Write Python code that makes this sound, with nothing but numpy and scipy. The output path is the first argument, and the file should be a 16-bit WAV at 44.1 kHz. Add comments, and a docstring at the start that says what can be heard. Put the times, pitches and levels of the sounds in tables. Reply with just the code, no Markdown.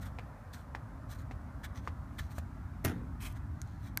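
"""Flip-flops and a kicked microwave

Someone in flip-flops walks up a concrete sidewalk while distant traffic rumbles. At each step
a rubber sole scuffs the ground and slaps the heel. Then they kick a discarded microwave oven:
its sheet-metal case booms, rattles and is shoved a little way. A few ticks follow, two of
them sharp, likely grit snapping underfoot."""
import sys
import numpy as np
from scipy import signal
from scipy.fft import rfft, irfft
from scipy.io import wavfile

SR = 44100
rng = np.random.default_rng(int(sys.argv[2]) if len(sys.argv) > 2 else 0)


def generate_wav(sig):
    """Save sig (samples, or channels by samples) to the path in sys.argv[1] as 16-bit PCM at SR."""
    pcm = np.round(np.clip(np.atleast_2d(sig).T, -1, 1) * 32767).astype(np.int16)
    wavfile.write(sys.argv[1], SR, pcm)


N = 176400
TIME = np.arange(N) / SR
FREQS_HZ = np.arange(N // 2 + 1) * SR / N


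def from_db(db):
    """Turn decibels into a number to multiply by."""
    return 10 ** (np.asarray(db) / 20)


def unit_level(x):
    """Scale a signal so that its average strength (rms) is 1."""
    return x / np.sqrt(np.mean(x ** 2) + 1e-20)


def level(rows):
    """Loudness over time, gliding between rows of time_s, level_db."""
    return from_db(np.interp(TIME, *np.transpose(rows)))


def at_pitch(rows, hz):
    """Look up a pitch in a table, gliding between its rows octave by octave."""
    pitches, values = np.transpose(rows)
    return np.interp(np.log(hz + 1e-9), np.log(pitches), values)


def colour(x, tone, low_hz=0, high_hz=SR):
    """Make some pitches stronger than others and cut off both ends; the result has strength 1."""
    hz = FREQS_HZ + 1e-3
    edges = 1 / np.sqrt((1 + (low_hz / hz) ** 16) * (1 + (hz / high_hz) ** 16))
    return unit_level(irfft(rfft(x) * from_db(at_pitch(tone, hz)) * edges, N))


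def grains(per_s=9000, spread_db=3):
    """Tiny random clicks of uneven size."""
    sizes = from_db(spread_db * np.minimum(rng.exponential(1, N), 4)) * rng.choice([-1, 1], N)
    return sizes * (rng.random(N) < per_s / SR)


def clicks(times_s, levels_db):
    """One click for each blow."""
    out = np.zeros(N)
    out[(np.array(times_s) * SR).astype(int)] = from_db(levels_db)
    return out


def ring(force, pitch_hz, fade_s):
    """Each click starts a pure tone. Here and below, fade_s is the time to fall by 60 dB."""
    decay, angle = from_db(-60 / (fade_s * SR)), 2 * np.pi * pitch_hz / SR
    return signal.lfilter([0, np.sin(angle)], [1, -2 * decay * np.cos(angle), decay ** 2], force + 1e-18)


def ring_all(force, tones):
    """A struck object rings with several tones at once, every second one flipped over."""
    return sum((-1) ** k * from_db(db) * ring(force, hz, fade_s)
               for k, (hz, db, fade_s) in enumerate(tones))


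def burst(start_s, fade_s, rise_s=1 / SR):
    """Loudness that jumps up and dies away."""
    age = np.maximum(TIME - start_s, 0)
    return (1 - np.exp(-age / rise_s)) * from_db(-60 * np.minimum(age / fade_s, 4))


def wander(position, depth_db=2.6):
    """A gain that drifts to a new random value at each whole number of position."""
    points = rng.standard_normal(int(position[-1]) + 2)
    return from_db(depth_db * np.interp(position, np.arange(len(points)), points))


def uneven(x, spacing_hz=170):
    """No two scrapes are alike: each brings out slightly different pitches."""
    return irfft(rfft(x) * unit_level(wander(FREQS_HZ / spacing_hz)), N)


# Tone of the traffic's rumble, drone and tyre noise: pitch_hz, level_db
RUMBLE_TONE = [(20, -24), (31, -29.5), (44, 0.5), (72, 2.5), (110, 0.5), (165, -9.5), (205, -10),
               (275, -10.5), (330, -22), (420, -27)]
DRONE_TONE = [(330, -6), (450, -3), (560, 4.5), (800, -4.5), (1100, -6.5)]
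TYRE_TONE = [(400, -15), (500, -13), (620, -1), (1000, 0.5), (1400, -0.5), (1750, -7), (2100, -12.5),
             (2500, -19), (3100, -23.5), (6000, -26), (15000, -31.5)]
# How loud each one is as time passes: time_s, level_db
RUMBLE_LOUDNESS = [(0, -42.5), (.26, -45), (.33, -49), (.65, -47.5), (.8, -45), (1.0, -44.5), (1.25, -43),
                   (2.0, -44), (2.7, -42.5), (3.3, -41.5), (4, -42.5)]
DRONE_LOUDNESS = [(0, -61), (.5, -62.5), (1.2, -64), (1.9, -63.5), (2.5, -77), (4, -72)]
TYRE_LOUDNESS = [(0, -57.5), (.7, -59), (1.4, -58.5), (2.2, -58.5), (2.7, -58.5), (3.4, -59), (4, -60)]


def traffic(split_hz=400, wavers_per_s=22):
    """Far traffic makes a low rumble, a drone that fades and a wavering wash of tyre noise."""
    rumble = colour(rng.standard_normal(N), RUMBLE_TONE, high_hz=split_hz)
    drone = colour(rng.standard_normal(N), DRONE_TONE, low_hz=305, high_hz=1110)
    spectrum = rfft(rng.standard_normal(N))
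    edges_hz = np.geomspace(split_hz, 2600, 25)
    wash = irfft(spectrum * (FREQS_HZ >= edges_hz[-1]), N)  # the highs do not waver
    for low, high in zip(edges_hz, edges_hz[1:]):
        band = irfft(spectrum * ((FREQS_HZ >= low) & (FREQS_HZ < high)), N)
        wash += wander(TIME * wavers_per_s) * band
    tyres = colour(wash, TYRE_TONE)
    return level(RUMBLE_LOUDNESS) * rumble + level(DRONE_LOUDNESS) * drone + level(TYRE_LOUDNESS) * tyres


def street_echo(x, level_db=-20, dull_above_hz=4040):
    """House fronts and parked cars throw back faint, dull echoes."""
    dull = signal.butter(1, dull_above_hz, fs=SR, output="sos")
    echoes = signal.sosfilt(dull, grains(per_s=1500)) * burst(start_s=0.0035, fade_s=0.35)
    return from_db(level_db) * signal.fftconvolve(x, echoes / np.linalg.norm(echoes))[:N]


# Ticks, likely grit snapping underfoot: start_s, high_ring_db, low_ring_db, crunch_db
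GRIT_TICKS = [(3.3245, -51, -66, -46), (3.6166, -47, -43.5, -33), (3.6745, -69, -64, -55.5),
              (3.9740, -17, -23.5, -27.5)]
# The high and the lower tones of a tick: pitch_hz, level_db, fade_s
TICK_HIGHS = [(6000, -15, .003), (11900, 2, 0.0025), (13600, -11, .002)]
TICK_LOWS = [(860, -10, .007), (1570, -5.5, 0.017), (2190, -4.5, 0.012), (4600, -4, 0.0048)]
# Tone of the crunch: pitch_hz, level_db
CRUNCH_TONE = [(500, -15), (3000, -6), (6000, 11), (10000, 5), (15500, -12)]


def ticks():
    """Tiny hard snaps ring for an instant and leave a faint spray of crumbs."""
    times_s, high_db, low_db, crunch_db = np.transpose(GRIT_TICKS)
    highs = ring_all(clicks(times_s, high_db), TICK_HIGHS)
    lows = ring_all(clicks(times_s, low_db), TICK_LOWS)
    crunch = 0
    for start_s, db in zip(times_s, crunch_db):
        snap = burst(start_s, fade_s=0.0034, rise_s=0.00022)
        spray = from_db(-26) * burst(start_s, fade_s=0.062)
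        crunch += from_db(db) * (snap + spray)
    return highs + lows + crunch * colour(rng.standard_normal(N), CRUNCH_TONE)


# Rubber drags on concrete: peak_s, rise_s, fall_s, judder_db, rasp_db, hiss_db
SOLE_SCUFFS = [(0.027, .015, 0.012, -60, -58, -59.5), (0.058, 0.013, 0.025, -57.5, -65, -61),
               (0.538, 0.006, .016, -57, -56, -56.5), (0.565, .015, 0.061, -65, -72, -69),
               (1.123, 0.023, 0.016, -59, -56, -58.5), (1.152, 0.0075, 0.012, -68, -68, -65),
               (1.198, 0.021, 0.028, -79, -65.5, -68), (1.647, 0.011, 0.015, -45.5, -57, -53.5),
               (1.771, 0.019, 0.024, -72, -57, -70), (1.868, 0.033, 0.027, -68, -68, -73),
               (2.191, 0.0057, 0.014, -43, -52, -53.5), (2.225, 0.062, 0.048, -80, -65.5, -70),
               (2.314, 0.011, 0.015, -70, -61.5, -63), (2.378, 0.037, 0.027, -73, -63, -64.5),
               (2.386, 0.0043, 0.003, -54, -57, -52.5), (3.368, 0.013, 0.013, -62, -66, -66.5),
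               (3.675, 0.089, 0.11, -83, -70.5, -95), (3.874, 0.051, .02, -65, -62, -67.5)]
# Tone of the juddering rubber, the sandy rasp and the fine hiss: pitch_hz, level_db
JUDDER_TONE = [(300, -38), (700, -8.5), (1000, -9.5), (1300, -6.5), (1580, 2.5), (2000, -2), (2650, -16.5),
               (3400, -6), (4600, -20), (15500, -43)]
RASP_TONE = [(500, -10), (1800, 5), (2700, -5.5), (3400, -3), (4100, 3), (4900, -7), (6200, -1),
             (8000, -15.5), (15500, -18)]
HISS_TONE = [(500, -25), (3000, -11), (6500, 1), (9300, 2.5), (10500, -7.5), (12500, 2), (15500, -3)]


def scuffs():
    """The sole sticks, slips and rasps over sand grains in short swells."""
    judder = colour(grains(), JUDDER_TONE)
    rasp = colour(grains(per_s=2300, spread_db=4), RASP_TONE)
    hiss = colour(grains(), HISS_TONE)
    out = 0
    for peak_s, rise_s, fall_s, judder_db, rasp_db, hiss_db in SOLE_SCUFFS:
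        width_s = np.where(TIME < peak_s, rise_s, fall_s)
        swell = np.exp(-np.minimum(((TIME - peak_s) / width_s) ** 2, 20))
        sand = uneven(from_db(rasp_db) * rasp + from_db(hiss_db) * hiss)
        out += swell * (from_db(judder_db) * judder + sand)
    return out


# Weight lands on the pavement: start_s, level_db
STEP_THUDS = [(1.886, -38.5), (2.207, -30.5), (2.381, -39)]


def thuds():
    """The nearest steps land with a deep thud."""
    return ring(clicks(*np.transpose(STEP_THUDS)), pitch_hz=79, fade_s=0.19)


# A sole slaps the heel: start_s, air_db, air_hz, smack_db, smack_hz, crack_db, again_after_s, again_db
HEEL_SLAPS = [(0.1867, -43, 834, -35, 2400, -45.5, .0082, -2.5),
              (0.7495, -30, 830, -27.5, 1850, -42.5, 0.0042, -13),
              (1.3111, -36.5, 750, -38.5, 2100, -47, .0092, -9),
              (1.8746, -24, 1125, -32.5, 2110, -42, 0.00657, -13),
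              (2.3823, -32, 650, -32.5, 1690, -46.5, 0.0032, -14)]
# Tone of the slap's crack: pitch_hz, level_db
SLAP_TONE = [(150, 6), (400, 11), (1000, 7.5), (2500, 0.5), (4000, -6.5), (6500, -11.5), (11000, -24),
             (15500, -24)]


def slaps():
    """Air pops out between heel and sole; the rubber smacks, then touches again more softly."""
    noise = colour(rng.standard_normal(N), SLAP_TONE, low_hz=120)
    out = 0
    for start_s, air_db, air_hz, smack_db, smack_hz, crack_db, again_after_s, again_db in HEEL_SLAPS:
        touches = clicks([start_s, start_s + again_after_s], [0, again_db])
        pop = from_db(air_db) * ring(touches, air_hz, fade_s=0.014)
        smack = from_db(smack_db) * ring(touches, smack_hz, fade_s=0.0063)
        crack = from_db(crack_db) * noise * burst(start_s, fade_s=0.07, rise_s=0.0005)
        out += pop - smack + crack
    return out


# How loud the sliding oven is: time_s, level_db
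SHOVE_LOUDNESS = [(3.195, -77), (3.206, -55), (3.222, -46), (3.245, -48), (3.265, -43.5), (3.282, -52),
                  (3.292, -57.5), (3.32, -60), (3.345, -78)]
# Tone of its grinding: pitch_hz, level_db
SHOVE_TONE = [(200, 16.5), (500, -7), (1200, 2.5), (1700, 6.5), (2200, 5.5), (3200, 0), (3800, -6.5),
              (9000, -4.5), (10500, -7.5), (13000, -5), (15500, -9)]


def shove():
    """The oven's feet grind briefly over the concrete."""
    moving = (TIME > SHOVE_LOUDNESS[0][0]) & (TIME < SHOVE_LOUDNESS[-1][0])
    return moving * level(SHOVE_LOUDNESS) * uneven(colour(grains(), SHOVE_TONE, low_hz=120))


# Tone of the loose parts in the case: pitch_hz, level_db
RATTLE_TONE = [(100, 2.5), (200, 8), (285, 14), (370, -2.5), (480, 4), (680, -3), (1000, -1), (2000, 1),
               (2800, -8.5), (6500, -10), (9300, -13.5), (15500, -28)]
# How long they rattle at each pitch: pitch_hz, fade_s
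RATTLE_FADES = [(150, 0.67), (300, 0.62), (600, 0.36), (1300, 0.3), (2500, 0.25), (5000, 0.19),
                (15000, 0.2)]


def rattle(start_s, rise_s):
    """Loose parts shake inside the case; the high pitches die away first."""
    parts = colour(grains(per_s=2500), RATTLE_TONE)
    out = 0
    for low_hz in 125 * 2 ** np.arange(7):
        octave = signal.butter(2, [low_hz, 2 * low_hz], "band", fs=SR, output="sos")
        fade_s = at_pitch(RATTLE_FADES, low_hz * np.sqrt(2))
        out += signal.sosfilt(octave, parts) * burst(start_s, fade_s, rise_s)
    return from_db(-27) * out


# The tones of the case's metal panels: pitch_hz, level_db, fade_s
PANEL_TONES = [(87.1, -26.5, 0.22), (127, -29, 0.16), (178, -39, 0.73), (243, -36.5, 0.79), (268, -44, 0.7),
               (297.5, -31, 0.37), (419, -56.5, 0.26), (549, -53, 0.28), (657, -40, 0.18),
               (1003, -52.5, 0.36), (1335, -46, 0.26), (1710, -53, 0.14), (1880, -39.5, 0.14),
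               (2131, -37.5, 0.13)]
# Tone of the sole cracking against the case: pitch_hz, level_db
KICK_TONE = [(300, 15.5), (1000, -5), (2000, -2.5), (4000, -1.5), (7000, -4.5), (9300, 3), (10700, -5),
             (13000, 8), (15500, -4)]


def kick(start_s=2.8472, rise_s=0.0011):
    """The toe touches, then the sole cracks against the case: panels boom and loose parts rattle."""
    toe_s = start_s - 0.00492
    boom = ring_all(-clicks([toe_s, start_s], levels_db=[-12, 0]), PANEL_TONES)
    toe = from_db(-43) * burst(toe_s, fade_s=0.04, rise_s=rise_s)
    sole = from_db(-24) * burst(start_s, fade_s=0.034, rise_s=rise_s)
    crack = (toe + sole) * colour(grains(), KICK_TONE)
    return boom + crack + rattle(start_s, rise_s)


def scene():
    """The steps and the oven echo in the street; ticks and traffic join them in one channel."""
    near = slaps() + scuffs() + thuds() + kick() + shove()
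    return (near + street_echo(near) + ticks() + traffic())[None]


def record(dry, cutoff_hz=15400):
    """Cut away the very highest pitches."""
    return signal.sosfilt(signal.ellip(12, .1, 80, cutoff_hz, fs=SR, output="sos"), dry)


dry = scene()
out = record(dry)
generate_wav(out)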